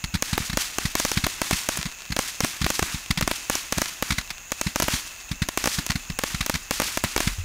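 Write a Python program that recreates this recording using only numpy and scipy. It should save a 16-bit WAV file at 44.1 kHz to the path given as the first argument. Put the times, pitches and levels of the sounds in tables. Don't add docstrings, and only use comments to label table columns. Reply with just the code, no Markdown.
import sys
import numpy as np
from scipy import signal
from scipy.fft import rfft, irfft, next_fast_len
from scipy.io import wavfile

SR = 44100
rng = np.random.default_rng(int(sys.argv[2]) if len(sys.argv) > 2 else 0)


def unload_audio(sound):
    columns = np.transpose(np.atleast_2d(sound))
    steps = np.round(np.clip(columns, -1, 1) * 32767)
    wavfile.write(sys.argv[1], SR, steps.astype(np.int16))


def makeup_ratio(level_db):
    decades = np.asarray(level_db, float) / 20
    return 10 ** decades


N = 328104


def rms_one(x):
    return x / np.sqrt(np.mean(x ** 2) + 1e-20)


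def coloured(x, spectrum):
    hz, db = np.transpose(spectrum)
    size = next_fast_len(N)
    log_hz = np.log(np.arange(size // 2 + 1) * SR / size + 1)
    gain = makeup_ratio(np.interp(log_hz, np.log(hz), db))
    return rms_one(irfft(rfft(x, size) * gain, size)[:N])


def band(x, low_hz, high_hz):
    return signal.sosfilt(signal.butter(2, [low_hz, high_hz], "band", fs=SR, output="sos"), x)


def drift(rate_hz):
    r = np.exp(-200 * np.pi * rate_hz / SR)
    slow = signal.lfilter([1], [1, -2 * r, r * r], rng.standard_normal(N // 100 + 502))[500:]
    return np.interp(np.arange(N) / 100, np.arange(len(slow)), rms_one(slow))


def add(out, s, shape, lead_ms):
    i = round((s - lead_ms / 1000) * SR)
    out[i:i + len(shape)] += shape[:N - i]


# (centre [Hz], width [Hz], throb rate [1/s], throb depth [0-1], level before throbbing [dB])
CHORUSES = [(2630, 190, 32, 0.35, -49.5), (6680, 950, 178.7, 0.6, -47)]


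def insects():
    out, s = np.zeros(N), np.arange(N) / SR
    for hz, width_hz, per_s, depth, db in CHORUSES:
        song = rms_one(band(rng.standard_normal(N), hz - width_hz / 2, hz + width_hz / 2))
        throb = 1 + depth * np.sin(2 * np.pi * per_s * s + 1.5 * drift(3.0))
        out += makeup_ratio(db + 0.5 * drift(5.0)) * throb * song
    return out


# (frequency [Hz], relative level per Hz [dB])
NIGHT_COLOUR = [(60, -5), (150, -10.5), (400, -15.5), (1000, -9), (2000, -7.5), (4500, -14), (11500, -21),
                (15500, -15.5)]


def night_air():
    level_db = -45.5
    return makeup_ratio(level_db) * coloured(rng.standard_normal(N), NIGHT_COLOUR)


# (time [s], rumble level before its random swelling [dB])
WIND_LEVELS = [(0.0, -48), (1.14, -50), (2.09, -64), (3.11, -48), (3.47, -59), (7.08, -45), (7.3, -35)]


def wind():
    level_db = np.interp(np.arange(N) / SR, *np.transpose(WIND_LEVELS))
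    return rms_one(band(rng.standard_normal(N), 24.5, 50.6)) * makeup_ratio(level_db + 3.8 * drift(9.2))


# (time [s], thump strength [dB], gas puff strength [dB])
LIFT_CHARGES = [(0.041, -21.5, -30), (0.1406, -21.5, -28.5), (0.1514, -18, -26.5), (0.3308, -17.5, -22),
                (0.404, -22, -33.5), (0.498, -23, -32), (0.531, -22, -32), (0.854, -19, -25.5),
                (1.1733, -16.5, -21), (1.2399, -19, -20.5), (1.5299, -17, -25), (1.7883, -23.5, -33),
                (1.855, -24, -34), (1.8611, -24.5, -32), (2.104, -23, -38), (2.1214, -25, -29),
                (2.436, -18.5, -25), (2.6158, -19, -23.5), (2.6432, -18, -23.5), (2.8236, -20, -30),
                (2.945, -21.5, -30.5), (3.1065, -16.5, -24), (3.175, -23, -28), (3.181, -24, -26.5),
                (3.2255, -17.5, -24), (3.775, -20, -32), (4.1055, -18.5, -24), (4.1204, -20.5, -26),
                (4.183, -22, -22.5), (4.304, -40, -31), (4.6661, -18, -24.5), (4.837, -21.5, -37),
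                (4.9378, -19, -27.5), (5.315, -19.5, -29.5), (5.4202, -16.5, -23.5), (5.786, -19, -25.5),
                (5.9, -19, -24), (5.956, -19.5, -28.5), (6.1003, -22, -35.5), (6.3455, -20.5, -31.5),
                (6.4077, -20.5, -22.5), (6.5404, -24, -29.5), (6.5527, -21.5, -27), (7.046, -20, -27),
                (7.2738, -16.5, -24.5)]
# (time after the lift [ms], width [ms], height [ratio],
# share of the thump's dB that it follows [ratio], random spread [dB])
PRESSURE_SWINGS = [(0, 1.3, 1.14, 2, 1.5), (2.9, 1.57, -1.15, 1, 0.3), (5.8, 0.85, 0.17, 0.9, 0.5),
                   (8.38, 1.16, -0.19, 0, 8.5), (11.65, 3.8, 0.46, 1.4, 3), (20.5, 6.6, -0.088, 0, 6)]
# (frequency [Hz], relative level per Hz [dB])
PUFF_COLOUR = [(290, -45), (500, -18), (705, -9), (2150, 2.5), (2900, -5.5), (3900, 0), (15400, -20.5)]


def lifts():
    usual_db = -20
    out, ms = np.zeros(N), np.arange(-5, 60, 1000 / SR)
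    spit = rng.standard_normal(N) * makeup_ratio(3.8 * np.minimum(rng.exponential(1, N), 4))
    spit = coloured(spit, PUFF_COLOUR) * makeup_ratio(3.15 * drift(140.0))
    throat = rms_one(band(band(rng.standard_normal(N), 156, 303), 156, 303))
    gust = np.clip((ms + 1.8) / 2.75, 0, 1) * (np.exp(-(ms / 8.6) ** 4) + 0.46 * np.exp(-ms / 20.5))
    throb_rise = np.clip(ms / 6.8, 0, 1)
    throb_fade = np.exp(-(ms / 13.5) ** 2) + 0.22 * np.exp(-ms / 53.0)
    chance = rng.standard_normal((len(LIFT_CHARGES), len(PRESSURE_SWINGS)))
    for k, (s, thump_db, puff_db) in enumerate(LIFT_CHARGES):
        wave = np.zeros(len(ms))
        for (at, width, height, share, spread_db), luck in zip(PRESSURE_SWINGS, chance[k]):
            swing_db = usual_db + share * (thump_db - usual_db) + spread_db * luck
            wave += height * makeup_ratio(swing_db) * np.exp(-((ms - at) / width) ** 2)
        piece = slice(k * len(ms), (k + 1) * len(ms))
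        wave += makeup_ratio(thump_db - 14.5) * throat[piece] * throb_rise * throb_fade
        wave += makeup_ratio(puff_db) * gust * spit[piece]
        add(out, s, wave, lead_ms=5)
    return out


def shock(ms, push, push_ms, pull, pull_ms):
    front = np.exp(-((ms + push_ms / 2) / (push_ms / 2)) ** 4)
    after = np.maximum(ms, 0) / pull_ms
    return push * front - pull * np.tanh(5.4 * after) * np.exp(-after ** 1.46)


# (time [s], suction strength [dB], ground echo lag [ms], strength of the crackle afterwards [dB],
# treble chatter strength [dB])
STAR_BURSTS = [(0.2241, -11.5, 3.5, -32, 2), (0.3787, -8.5, 2.35, -33, -28), (0.5727, -8, 3.27, -28.5, 0),
               (0.7848, -12, 2.5, -33, -5), (0.9535, -9.5, 2.77, -28, -2), (0.9997, -13.5, 3, -69, -5),
               (1.0506, -9.5, 3.44, -31, 0), (1.1168, -14.5, 2.14, -39, -7), (1.2667, -9.5, 2.77, -33, -26),
               (1.417, -9.5, 3, -29.5, -10), (1.5105, -9, 2.7, -29, -5), (1.6891, -9.5, 3.13, -31, -3),
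               (1.7732, -22.5, 2.74, -50, -24), (2.1653, -13, 3.03, -34.5, -13),
               (2.1905, -8.5, 3.6, -33, -2), (2.4056, -10.5, 3.67, -32.5, 0),
               (2.4467, -10.5, 2.83, -33, -10), (2.6646, -9.5, 2.65, -32.5, -33),
               (2.7033, -11.5, 3.3, -34, -7), (2.7934, -10, 2.3, -34, -7), (2.827, -10.5, 2.6, -31, -11),
               (3.2112, -12, 3.33, -42, -13), (3.277, -9, 2.75, -31.5, -10), (3.3136, -11, 3, -38.5, -24),
               (3.499, -8.5, 3.5, -29, 0), (3.5538, -18, 2.65, -63, -3), (3.7246, -11, 3.5, -33.5, 0),
               (3.7829, -12, 2.9, -34, -12), (3.818, -10, 3.07, -37, 1), (4.0252, -9.5, 3.4, -33.5, -29),
               (4.5195, -14, 3.34, -41.5, -9), (4.6135, -14, 3.05, -38.5, -4), (4.7595, -9.5, 3.2, -33, -6),
               (4.8008, -10, 2.95, -36.5, -9), (4.823, -11, 2.96, -43, -1), (4.829, -20, 2.1, -39, -22),
               (4.883, -9, 3.14, -28.5, -27), (5.4879, -15, 2.82, -41.5, -15), (5.575, -10, 2.6, -31, -5.5),
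               (5.6412, -14, 2.55, -53, -6), (5.658, -11, 3.35, -50.5, -7), (5.674, -9, 3.5, -29, -6),
               (5.8651, -26.5, 2.93, -40, -19), (6.1895, -14, 3.6, -37, -33),
               (6.237, -10.5, 3.43, -32.5, -16), (6.4631, -18.5, 3.05, -38.5, -11),
               (6.4974, -8.5, 3.33, -39, -16), (6.7097, -9.5, 3.56, -29.5, -10),
               (6.8003, -9, 3.34, -60, -10), (6.819, -14, 3.3, -29, -22), (6.9736, -10.5, 2.94, -48, -17),
               (7.039, -10, 2.94, -33, -25), (7.1636, -8.5, 2.16, -46, 1), (7.1785, -14.5, 2.6, -31.5, -18),
               (7.2045, -11, 2.85, -34, -13)]


def bursts():
    chatter_hz, near_echo_ms = 6460, 1.848
    out, ms = np.zeros(N), np.arange(-2, 30, 1000 / SR)
    chance = rng.random((len(STAR_BURSTS), 3))
    for (s, depth_db, lag_ms, _, chatter_db), (a, b, c) in zip(STAR_BURSTS, chance):
        depth = makeup_ratio(depth_db)
        push_ms = 0.017 + 0.34 * depth
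        wave = shock(ms, 0.71, push_ms, 1.146 * depth, 0.73)
        near_ms = near_echo_ms * (0.97 + 0.06 * b)
        wave += (0.2 + 0.6 * a) * depth * shock(ms - near_ms, 0.9, 0.14, 0.6, 0.2)
        ground_ms = ms - lag_ms - push_ms / 2
        wave += shock(ground_ms, 0.29 + 0.5 * depth, 1.64 * push_ms, 0.4 * depth, 1.0)
        late = np.maximum(ms - lag_ms, 0) / 3.5
        wave += 0.065 * depth * late * np.exp(-late)
        rise = np.exp((ms + 0.31) / 0.028)
        fall = 0.74 * np.exp(-(ms + 0.26) / 0.14) + 0.19 * np.exp(-ms / 0.81)
        swell = np.where(ms < -0.35, rise, fall)
        phase = 2 * np.pi * chatter_hz * (0.92 + 0.1 * c) * (ms + push_ms / 2) / 1000
        wave += makeup_ratio(chatter_db) * swell * np.cos(phase)
        scatter = band(rng.standard_normal(len(ms)), 470, 9200) * (ms > 0) * np.exp(-ms / 4.3)
        wave += makeup_ratio(-14.5) * np.sqrt(depth) * scatter
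        ripple = band(rng.standard_normal(len(ms)), 4800, 16400) * (ms > -push_ms) * np.exp(-ms / 0.22)
        wave += makeup_ratio(-9.5 - 0.071 * chatter_db) * ripple
        add(out, s, wave, lead_ms=2)
    return out


def burst_sparks():
    sparks = np.zeros(N)
    sparks[[round(row[0] * SR) for row in STAR_BURSTS]] = makeup_ratio([row[3] for row in STAR_BURSTS])
    return sparks


# (frequency [Hz], relative level per Hz [dB])
CRACKLE_COLOUR = [(300, -6), (525, -14), (999, -3.5), (1340, -1.5), (2100, 0.5), (4120, -0.5), (6120, 0.5),
                  (15400, -12)]


def crackle():
    s = np.arange(SR // 2) / SR
    shower = (1 - np.exp(-s / 0.026)) ** 2 * np.exp(-s / 0.048) * 2.93 + 0.065 * np.exp(-s / 0.12)
    power = np.maximum(signal.fftconvolve(burst_sparks() ** 2, shower)[:N], 0)
    sizes = makeup_ratio(2.2 * np.minimum(rng.exponential(1, N), 4.5)) * rng.choice([-1, 1], N)
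    born = rng.random(N) < 9000 * makeup_ratio(1.5 * drift(30.0)) / SR
    pops = coloured(sizes * born, CRACKLE_COLOUR)
    dull = signal.sosfilt(signal.butter(2, 3500, fs=SR, output="sos"), pops)
    bright = (power / power.mean()) ** 0.034
    fizz = dull * makeup_ratio(2.2 * drift(40.0)) + (pops - dull) * makeup_ratio(1.6 * drift(35.0)) * bright
    return np.sqrt(power) * fizz


# (time [s], strength [dB])
LONE_SNAPS = [(1.8141, -11), (1.8293, -7), (2.0204, -18), (2.0538, -20), (3.0615, -19), (3.8584, -7),
              (4.214, -17), (4.3057, -13), (4.3819, -20), (4.8423, -12), (5.8913, -13), (5.9188, -7),
              (5.9251, -15)]


def snaps():
    per_s, smallest_db, wake_s = 150, -34, 0.17
    ms = np.arange(-1, 5, 1000 / SR)
    wake = signal.lfilter([1], [1, -np.exp(-1 / (wake_s * SR))], burst_sparks())
    rate = per_s * wake / wake.mean() * makeup_ratio(5.0 * drift(15.0))
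    born = rng.random(N) < rate / SR
    clicks = born * makeup_ratio(smallest_db + 4.0 * np.minimum(rng.exponential(1, N), 3))
    clicks[[round(s * SR) for s, db in LONE_SNAPS]] = makeup_ratio([db for s, db in LONE_SNAPS])
    pop = shock(ms, 1, 0.075, 0.5, 0.12) + 0.35 * shock(ms - 2.9, 1, 0.12, 0.4, 0.2)
    return np.convolve(clicks, pop)[SR // 1000:][:N]


# (time [s], pitch [Hz], level at its start [dB], time to fade by 60 dB [s])
LOW_THUD = (7.3848, 87, -21.0, .2)


def thud():
    at, hz, db, fade_s = LOW_THUD
    since = np.maximum(np.arange(N) / SR - at, 0)
    return -makeup_ratio(db - 60 * since / fade_s) * np.sin(2 * np.pi * hz * since)


def scene():
    return (insects() + night_air() + wind() + lifts() + bursts() + crackle() + snaps() + thud())[None]


def band_limit(x):
    return signal.sosfilt(signal.butter(12, 16970, fs=SR, output="sos"), x)


def record(dry):
    ceiling = 0.365
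    dulled = signal.sosfiltfilt(signal.cheby2(12, 25, 15900, fs=SR, output="sos"), dry)
    clipped = dulled / (1 + np.abs(dulled / ceiling) ** 8) ** (1 / 8)
    coupled = signal.sosfilt(signal.butter(1, 14, "high", fs=SR, output="sos"), clipped)
    trimmed = signal.sosfiltfilt(signal.cheby2(12, 25, 16550, fs=SR, output="sos"), coupled)
    return band_limit(trimmed)


dry = scene()
out = record(dry)
unload_audio(out)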